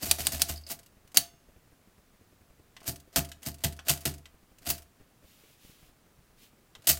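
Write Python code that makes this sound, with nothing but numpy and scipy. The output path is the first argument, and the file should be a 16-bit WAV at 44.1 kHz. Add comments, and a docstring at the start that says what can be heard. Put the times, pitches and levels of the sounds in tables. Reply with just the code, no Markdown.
"""The floor of a small, quiet room, where an old manual typewriter is pecked at with one hand.
Full strokes slap a type slug on the platen (noise bursts) and leave the steel ringing (fading sines);
half strokes only set the levers and type bars clattering (showers of tiny noisy contacts).
Each stroke thumps the frame into the floor; keys tap, springs ping, and a sleeve rustles in the pause.
Behind it all lie a steady hiss, a faint thin whine and soft low bumps."""
import sys
import numpy as np
from scipy import signal
from scipy.fft import rfft, irfft
from scipy.io import wavfile

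SR = 44100
rng = np.random.default_rng(int(sys.argv[2]) if len(sys.argv) > 2 else 0)


def inscribe(sig):
    """Save sig as 16-bit PCM at rate SR to the path in sys.argv[1].

    A 1-D sig is mono; a 2-D sig holds one channel per row.
    Samples are clipped to [-1, 1] before scaling.
    """
    pcm = np.round(np.clip(np.atleast_2d(sig).T, -1, 1) * 32767)
    wavfile.write(sys.argv[1], SR, pcm.astype(np.int16))


N = 308259
TIME = np.arange(N) / SR  # the whole scene, in seconds
AGE = TIME[:SR // 2]  # seconds since the start of one short sound
CUTOFF_HZ = 16100

# In the tables, fade_s is the time to fade by 60 dB, and a tilt above zero makes a sound brighter.
# Levels are relative: the functions that play them add levels of their own.


def from_db(db):
    """Turn decibels into a gain."""
    return 10 ** (np.asarray(db) / 20)


def fade(age, fade_s):
    """Exponential decay by a factor of a thousand (60 dB) in fade_s."""
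    return np.exp(-np.log(1000) * age / max(fade_s, 1e-3))


def at_hz(points, hz):
    """Read a table between its points, with pitch on a logarithmic scale."""
    log_points = [(np.log(f), value) for f, value in points]
    return np.interp(np.log(hz), *np.transpose(log_points))


def add(out, start_s, sound):
    """Mix a sound in at the given time."""
    i = np.clip(round(start_s * SR), 0, N)
    out[i:i + len(sound)] += sound[:N - i]


def colour(x, spectrum, tilt=0, size=4096):
    """Filter without pre-echo to a spectrum, tilted in dB per octave; white noise keeps its level."""
    hz = np.maximum(np.arange(size // 2 + 1) * SR / size, 1)
    octaves = np.log2(np.maximum(hz, spectrum[0][0]))
    gain = from_db(at_hz(spectrum, hz) + tilt * octaves)
    gain = gain / np.sqrt(np.mean(gain ** 2 * (hz < CUTOFF_HZ)))
    # folding the cepstrum (spectrum of the log gain) puts the filter's energy as early as possible
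    cepstrum = irfft(np.log(gain))[:size // 2]
    cepstrum[1:] *= 2
    impulse = irfft(np.exp(rfft(cepstrum, size)))
    return signal.fftconvolve(x, impulse)[:len(x)]


def grains(per_s, spread_db, count):
    """Random contacts of uneven strength and either sign, scaled to an rms of 1."""
    hits = rng.random(count) < per_s / SR
    strength = from_db(spread_db * rng.standard_normal(count))
    x = hits * strength * rng.choice([-1, 1], count)
    return x / np.sqrt(np.mean(x ** 2) + 1e-18)


def ring(modes, uneven_db=0):
    """One blow on a set of modes: fading sines, each weakened at random by up to twice uneven_db."""
    out = 0
    for k, (hz, db, fade_s) in enumerate(modes):
        strength = from_db(db + uneven_db * (2 * rng.random() - 2))
        out = out + (-1) ** k * strength * fade(AGE, fade_s) * np.sin(2 * np.pi * hz * AGE)
    return out


def crack(fade_s):
    """A hard contact: fading noise stands for countless close modes that die together."""
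    return rng.standard_normal(len(AGE)) * fade(AGE, fade_s)


def resonance(x, hz, width_hz):
    """Two-pole resonator that stresses one pitch, with gain 1 at its peak."""
    r = np.exp(-np.pi * width_hz / SR)
    feedback = [1, -2 * r * np.cos(2 * np.pi * hz / SR), r * r]
    return signal.lfilter(np.array([1, 0, -1]) * (1 - r * r) / 2, feedback, x)


# how fast the room's reflections die at each pitch: pitch_hz, fade_s
ROOM_FADE = [(100, 0.18), (700, 0.35), (3000, .21), (8000, .19), (16000, 0.18)]


def room(x, build_s=0.0017):
    """Dense reflections build up within milliseconds; each band of noise has its own decay."""
    edges = np.geomspace(40, 18000, 13)
    tail = np.zeros(len(AGE))
    for low, high in zip(edges, edges[1:]):
        band = signal.butter(2, [low, high], "band", fs=SR, output="sos")
        fade_s = at_hz(ROOM_FADE, np.sqrt(low * high))
        tail += signal.sosfilt(band, crack(fade_s))
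    tail *= 1 - np.exp(-AGE / build_s)
    return signal.fftconvolve(x, tail / np.sqrt(np.sum(tail ** 2)))[:N]


# spectrum of the steady hiss: pitch_hz, level_db
AIR_COLOUR = [(12, -35), (20, 2), (60, -1.5), (177, -2.5), (513, -10.5), (607, -10.5), (923, -14.5),
              (1220, -14), (3530, -21.5), (10200, -24), (13500, -25), (14700, -24.5), (16000, -26.5)]
# spectrum of the soft bumps: pitch_hz, level_db
BUMP_COLOUR = [(25, 5.5), (90, 3), (240, -3), (500, -7.5), (900, -19.5), (2400, -21.5), (4000, -34)]
AIR_DB = -64
# average gap between bumps, their middle level and how far it strays either way
BUMP_GAP_S, BUMP_DB, BUMP_SPREAD_DB = .11, -49.5, 1.5


def background(bump_fade_s=0.064, rise_s=0.0037, whine_hz=15420, whine_db=-60):
    """Steady hiss with a faint, thin whine from a narrow resonance, and soft bumps at uneven moments."""
    bumps = np.zeros(N)
    shape = (1 - np.exp(-AGE / rise_s)) * fade(AGE, bump_fade_s)
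    for k, (late, strength) in enumerate(rng.uniform(-1.03, 1, size=(120, 2))):
        start_s = BUMP_GAP_S * (k + .5 * late)
        if start_s < TIME[-1]:
            add(bumps, start_s, from_db(BUMP_DB + BUMP_SPREAD_DB * strength) * shape)
    hiss = from_db(AIR_DB) * colour(rng.standard_normal(N), AIR_COLOUR)
    # whine_db sets the noise around the resonance, which lets only a narrow part through
    whine = from_db(whine_db) * resonance(rng.standard_normal(N), whine_hz, 60)
    return colour(bumps * rng.standard_normal(N), BUMP_COLOUR) + hiss + whine


# slides of the cloth: start_s, length_s, level_db
SLIDES = [(5.209, 0.39, -64), (5.569, 0.21, -60), (5.725, 0.21, -65), (6.358, .15, -59.5)]
# spectrum of the rustle: pitch_hz, level_db
SLEEVE_COLOUR = [(500, -21.5), (1800, -4), (2700, 3), (4500, -0.5), (9000, -4.5), (16000, -3)]
SLEEVE_FADE_S = 0.064


def sleeve():
    """Fibres catch and slip in a fine, dense hiss that fades in and out with each slide."""
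    speed = np.zeros(N)
    for start_s, length_s, db in SLIDES:
        to_nearest_end_s = np.minimum(TIME - start_s, start_s + length_s - TIME)
        speed += from_db(db) * np.clip(to_nearest_end_s / SLEEVE_FADE_S, 0, 1)
    return speed * colour(grains(12000, 2.8, N), SLEEVE_COLOUR)


# hum of the side panel: pitch_hz, level_db, fade_s
PANEL = [(686, -2, 0.36), (822, -13.5, .3)]


def panel(level_db=-37, follow=0.35):
    """Even a light push sets the side panel humming; its level follows only part of the push's."""
    out = np.zeros(N)
    for start_s, db, *_ in landings() + STRIKES:
        add(out, start_s, from_db(level_db + follow * db) * ring(PANEL, uneven_db=3.5))
    return out


# the escapement spring is flicked on its own: start_s, level_db
PINGS = [(0.028, -27), (0.324, -30), (0.56, -36), (0.577, -35), (0.637, -43), (0.666, -34.5)]
# ring of the escapement spring: pitch_hz, level_db, fade_s
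SPRING = [(4490, -6.5, 0.077), (4630, -7, 0.078), (5000, 1.5, 0.032)]
# ring of a thinner spring: pitch_hz, level_db, fade_s
THIN_SPRING = [(7047, -5, .5), (4587, -13, 0.25)]
# a full stroke trips the escapement just before its slug lands: time ahead, level
TRIP_S, TRIP_DB = 0.0094, -28.5


def springs(ping_db=-5.0, thin_db=-50):
    """The escapement spring pings, also ahead of every slug; a thinner one sings after the last stroke."""
    out = np.zeros(N)
    trips = [(start_s - TRIP_S, TRIP_DB) for start_s, *_ in STRIKES]
    for start_s, db in PINGS + trips:
        add(out, start_s, from_db(db + ping_db) * ring(SPRING, uneven_db=1.0))
    add(out, 6.965, from_db(thin_db) * ring(THIN_SPRING))
    return out


# loose links touch: start_s, level_db, tilt_db_per_octave
TICKS = [(0.668, -37, 0.5), (0.689, -30, 3), (0.715, -19.5, 6), (0.8617, -43, 0), (1.075, -45, -1.5),
         (1.1174, -45, -2), (2.804, -42.5, -4), (2.8162, -39, -13), (3.43, -31, -0.5), (4.007, -33.5, 3),
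         (4.585, -42.5, -1), (4.701, -11.5, 16), (6.8214, -45.5, -3)]
# spectrum of a tick: pitch_hz, level_db
TICK_COLOUR = [(300, -28.5), (1000, -9.5), (2500, -4.5), (4800, -2.5), (8000, -1.5), (16000, -4.5)]
# after every push the type bar drops back and bounces: after_peak_s, level_db
REBOUNDS = [(.076, -33.5), (.117, -41)]
REBOUND_TILT_DB = -0.5  # per octave
# share of a push's strength that its rebounds follow, and the push that the rebound levels hold for
REBOUND_FOLLOWS, USUAL_PUSH_DB = .55, -26.5


def ticks(level_db=-11.5, bounce_db=-3.5):
    """A loose link or falling type bar touches, bounces once milliseconds later and rings briefly."""
    fade_s, bounce_s = .04, (.002, .007)
    out = np.zeros(N)
    rebounds = []
    for peak_s, push_db, *_ in landings():
        stronger_db = REBOUND_FOLLOWS * (push_db - USUAL_PUSH_DB)
        rebounds += [(peak_s + after_s, db + stronger_db, REBOUND_TILT_DB) for after_s, db in REBOUNDS]
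    for start_s, db, tilt in TICKS + rebounds:
        for late_s, rel_db in (0, 0), (rng.uniform(*bounce_s), bounce_db):
            tick = colour(crack(fade_s), TICK_COLOUR, tilt)
            add(out, start_s + late_s, from_db(db + level_db + rel_db) * tick)
    return out


# a key lever knocks against its stop: start_s, level_db, tilt_db_per_octave, lever_pitch_hz
TAPS = [(2.766, -35.5, 0.5, 1920), (3.1599, -25, 3, 1850), (3.168, -22, -2, 1270), (3.3168, -31, 4.5, 1470),
        (3.639, -16, 6.5, 2010), (3.646, -20, 5, 3100), (3.791, -32, 0, 1480), (3.894, -10.5, 8.5, 2890),
        (4.056, -50, 6, 1590), (4.2564, -37, 1, 2044), (6.751, -35, 0, 2932), (6.8713, -14.5, 10.5, 2930)]
# spectrum of the knock: pitch_hz, level_db
TAP_COLOUR = [(410, -15), (700, -2), (1620, -1), (2300, -5.5), (3030, 3), (4260, -6), (8530, -10.5),
              (9730, -22), (12300, -14.5), (16000, -36)]


def taps(fade_s=0.052, lever_db=1.0, level_db=-8.5):
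    """A hollow knock, coloured by the ring of the lever that made it."""
    lever_width_hz = 220
    out = np.zeros(N)
    for start_s, db, tilt, lever_hz in TAPS:
        knock = colour(crack(fade_s), TAP_COLOUR, tilt)
        lever = from_db(lever_db) * resonance(knock, lever_hz, lever_width_hz)
        add(out, start_s, from_db(db + level_db) * (knock + lever))
    return out


# boom of floor and panels: pitch_hz, level_db, fade_s
FLOOR_MODES = [(116.6, -7, 0.12), (143.1, -6, 0.29), (158.1, -6.5, 0.19), (195.5, -15.5, 0.28),
               (208, -14, 0.13), (266, -10.5, 0.16), (293, -14, 0.25), (382, -14.5, 0.22), (666, -20, 0.28),
               (732, -22, 0.18), (850, -21.5, 0.18)]
# rocking of the frame on its feet: pitch_hz, level_db, fade_s
FEET_MODES = [(47.43, -11.5, 0.42), (76.3, -1, 0.44), (92, -8, .2)]
# spectrum of the dull thud: pitch_hz, level_db
THUD_COLOUR = [(25, -26), (70, -4), (150, 1), (260, -6.5), (450, -18), (900, -26), (2000, -55)]
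GIVE_S = .005  # the frame gives way this long before a key bottoms out
# thump and rocking when a full stroke jolts the frame
JOLT_DB, JOLT_ROCK_DB = -42.5, -55


def thumps(modes_db=0.0, thud_db=-3.5, feet_db=4.0, thud_fade_s=.17, push_s=0.0039, rock_s=0.0151):
    """Floor and panels boom quickly with a dull thud; the heavy frame takes longer to rock on its feet."""
    out = np.zeros(N)
    push = 1 - np.exp(-AGE / push_s)
    rock = 1 - np.exp(-AGE / rock_s)
    blows = [(peak_s - GIVE_S, db, rocking_db) for peak_s, _, db, rocking_db in landings()]
    blows += [(start_s, JOLT_DB, JOLT_ROCK_DB) for start_s, *_ in STRIKES]
    for start_s, db, rocking_db in blows:
        boom = from_db(db + modes_db) * ring(FLOOR_MODES)
        thud = from_db(db + thud_db) * colour(crack(thud_fade_s), THUD_COLOUR)
        rocking = from_db(rocking_db + feet_db) * ring(FEET_MODES)
        add(out, start_s, push * (boom + thud) + rock * rocking)
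    return out


# resonances of the type basket: pitch_hz, width_hz, level_db
BASKET = [(686, 21, 8), (2890, 220, -3), (4500, 80, 0.5), (4700, 60, -1), (4900, 91, -2), (5870, 40, -5.5),
          (6600, 160, -4), (8210, 110, -1.5), (9900, 400, -4.5)]


def basket(x, share_db):
    """The type basket adds its resonances to whatever rattles in it."""
    resonances = [from_db(db + share_db) * resonance(x, hz, width_hz) for hz, width_hz, db in BASKET]
    return x + sum(resonances)


# spectrum of the clatter: pitch_hz, level_db
CLATTER_COLOUR = [(150, -25), (250, -2), (452, -13), (576, -6), (686, -2.5), (906, -13.5), (1310, -9.5),
                  (2860, -7), (3460, -8), (3840, -5.5), (6250, -5), (8550, -4.5), (10400, -7.5),
                  (14200, -1.5), (16000, -12.5)]


def shower(first_db, peak_db, swell_s, fade_s, tilt):
    """Small steel contacts swell from one level to another and die as the parts settle."""
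    per_s, contact_fade_s, spread_db = 2200, .008, 4.0
    dying = fade(AGE, contact_fade_s) ** 2
    swell = from_db(np.interp(AGE, [0, swell_s], [first_db, peak_db]))
    force = swell * fade(np.maximum(AGE - swell_s, 0), fade_s)
    contacts = grains(per_s, spread_db, len(AGE)) ** 2
    # the first contact falls on the onset; every contact rings for a moment
    energy = dying + np.abs(signal.fftconvolve(contacts, dying / dying.sum())[:len(AGE)])
    return colour(force * np.sqrt(energy) * rng.standard_normal(len(AGE)), CLATTER_COLOUR, tilt)


# a key is pushed and the levers clatter: start_s, take_up_db, first_db, peak_db, push_s, fade_s,
# tilt_db_per_octave, thump_db, rocking_db
STROKES = [ (0.020, -35.5, -47, -34, 0.0099, 0.53, 1, -36, -42),
           (0.07, -39, -53, -42, 0.0082, 0.12, 0, -41.5, -38.5),
           (0.185, -54.5, -37, -33.5, 0.014, 0.25, -1, -39.5, -39.5),
           (0.321, -46, -33.5, -34.5, .012, 0.31, -0.45, -38, -35.5),
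           (0.482, -47, -43.5, -33, 0.013, 0.2, -0.8, -37.5, -34.5),
           (0.699, -50, -41.5, -34, .015, 0.097, -0.7, -44, -60),
           (2.863, -49.5, -44, -27.5, .02, .11, 1, -31, -46),
           (3.16, -55.5, -20, -20, .012, 0.1, -0.5, -24.5, -36.5),
           (3.453, -52.5, -46.5, -30.5, 0.014, .11, 0, -33.5, -41.5),
           (3.6367, -62, -30, -27.5, .012, .1, -1, -26.5, -35.5),
           (3.884, -38, -23.5, -22, .014, 0.14, 0.4, -28.5, -40),
           (4.0539, -60.5, -23.5, -27.5, 0.0096, 0.13, -1, -27, -36),
           (4.652, -62, -49.5, -34, .02, 0.26, -1.1, -38.5, -39),
           (4.689, -56.5, -36, -26.5, .015, 0.081, 0.2, -38.5, -38.5),
           (6.871, -58, -20.5, -20.5, .004, .12, 1, -47, -43),
           (6.886, -69, -17.5, -15.5, 0.0092, 0.12, 1.15, -32, -33.5)]
# before the push the finger takes up the slack in the linkage; tilt is per octave
TAKE_UP_S, TAKE_UP_FROM_DB, TAKE_UP_FADE_S, TAKE_UP_TILT_DB = .033, -57, 0.064, -2.5
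# in a full stroke the type bar rattles on its way up; tilt is per octave
SWING_DB, SWING_FADE_S, SWING_TILT_DB = -39, .22, -1.27


def landings():
    """Each key bottoms out at the end of its push: peak_s, clatter_db, thump_db, rocking_db."""
    return [(start_s + push_s, peak_db, thump_db, rocking_db)
            for start_s, _, _, peak_db, push_s, _, _, thump_db, rocking_db in STROKES]


def clatter(level_db=0.0):
    """The linkage stirs, then clatters as the key goes down; type bars rattle on their way to the platen."""
    out = np.zeros(N)
    for start_s, take_up_db, first_db, peak_db, push_s, fade_s, tilt, *_ in STROKES:
        stir = shower(TAKE_UP_FROM_DB, take_up_db, TAKE_UP_S, TAKE_UP_FADE_S, TAKE_UP_TILT_DB)
        add(out, start_s - TAKE_UP_S, stir)
        add(out, start_s, shower(first_db, peak_db, push_s, fade_s, tilt))
    for start_s, *_, swing_s in STRIKES:
        add(out, start_s - swing_s, shower(SWING_DB, SWING_DB, swing_s, SWING_FADE_S, SWING_TILT_DB))
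    return from_db(level_db) * out


# a type slug hits the platen, after its type bar has swung up for swing_s:
# start_s, level_db, fade_s, tilt_db_per_octave, steel_ring_db, swing_s
STRIKES = [(0.1122, -10, 0.027, 0.5, -56.5, .018), (0.269, -14, 0.023, 0.6, -50, 0.019),
           (0.4186, -12, 0.028, 1.2, -54, .022), (1.1715, -7.5, 0.038, 1.4, -49.5, 0.027)]
# spectrum of the slap: pitch_hz, level_db
STRIKE_COLOUR = [(120, -42.5), (200, -11.5), (456, -21), (735, -10), (1500, -9), (3490, -3), (4430, 3),
                 (5330, -4.5), (5730, -1), (6170, -3), (9230, -1.5), (11100, -5), (16000, -5.5)]
# ring of the steel: pitch_hz, level_db, fade_s
STEEL = [(2540, -16, 0.66), (2820, -13, .75), (3500, -6, 0.44), (4530, -9.5, .45), (5300, -7, .42),
         (6420, -2.5, 0.57), (8700, -1.5, 0.3), (8538, -3.5, 0.29), (10500, 2, .22)]


def strikes(snap_db=0.0, snap_fade_s=0.0055):
    """The slug snaps on the platen, the bar shudders, and the steel rings on."""
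    out = np.zeros(N)
    for start_s, db, fade_s, tilt, ring_db, _ in STRIKES:
        shudder = crack(fade_s)
        snap = from_db(snap_db) * crack(snap_fade_s)
        add(out, start_s, from_db(db) * colour(shudder + snap, STRIKE_COLOUR, tilt))
        add(out, start_s, from_db(ring_db) * ring(STEEL))
    return out


def scene():
    """The machine close by, its reflections, and the quiet around it."""
    quiet = background() + sleeve()
    pings, keys, body = springs(), taps(), thumps()
    levers = basket(clatter() + ticks(), share_db=-4.5)
    slugs = basket(strikes(), share_db=-2.5)
    to_room = from_db(-15.5) * slugs + from_db(-13.0) * (levers + pings)
    to_room += from_db(-12.0) * keys + from_db(-11) * body
    machine = slugs + levers + keys + body + pings + panel()
    return (machine + room(to_room) + quiet)[None]


def record(dry):
    """The loudest peaks are rounded and the top of the treble is cut."""
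    rounded = 1.3 * np.tanh(dry / 1.3)
    low_pass = signal.ellip(10, .2, 80, CUTOFF_HZ, fs=SR, output="sos")
    return signal.sosfilt(low_pass, rounded)


dry = scene()
out = record(dry)
inscribe(out)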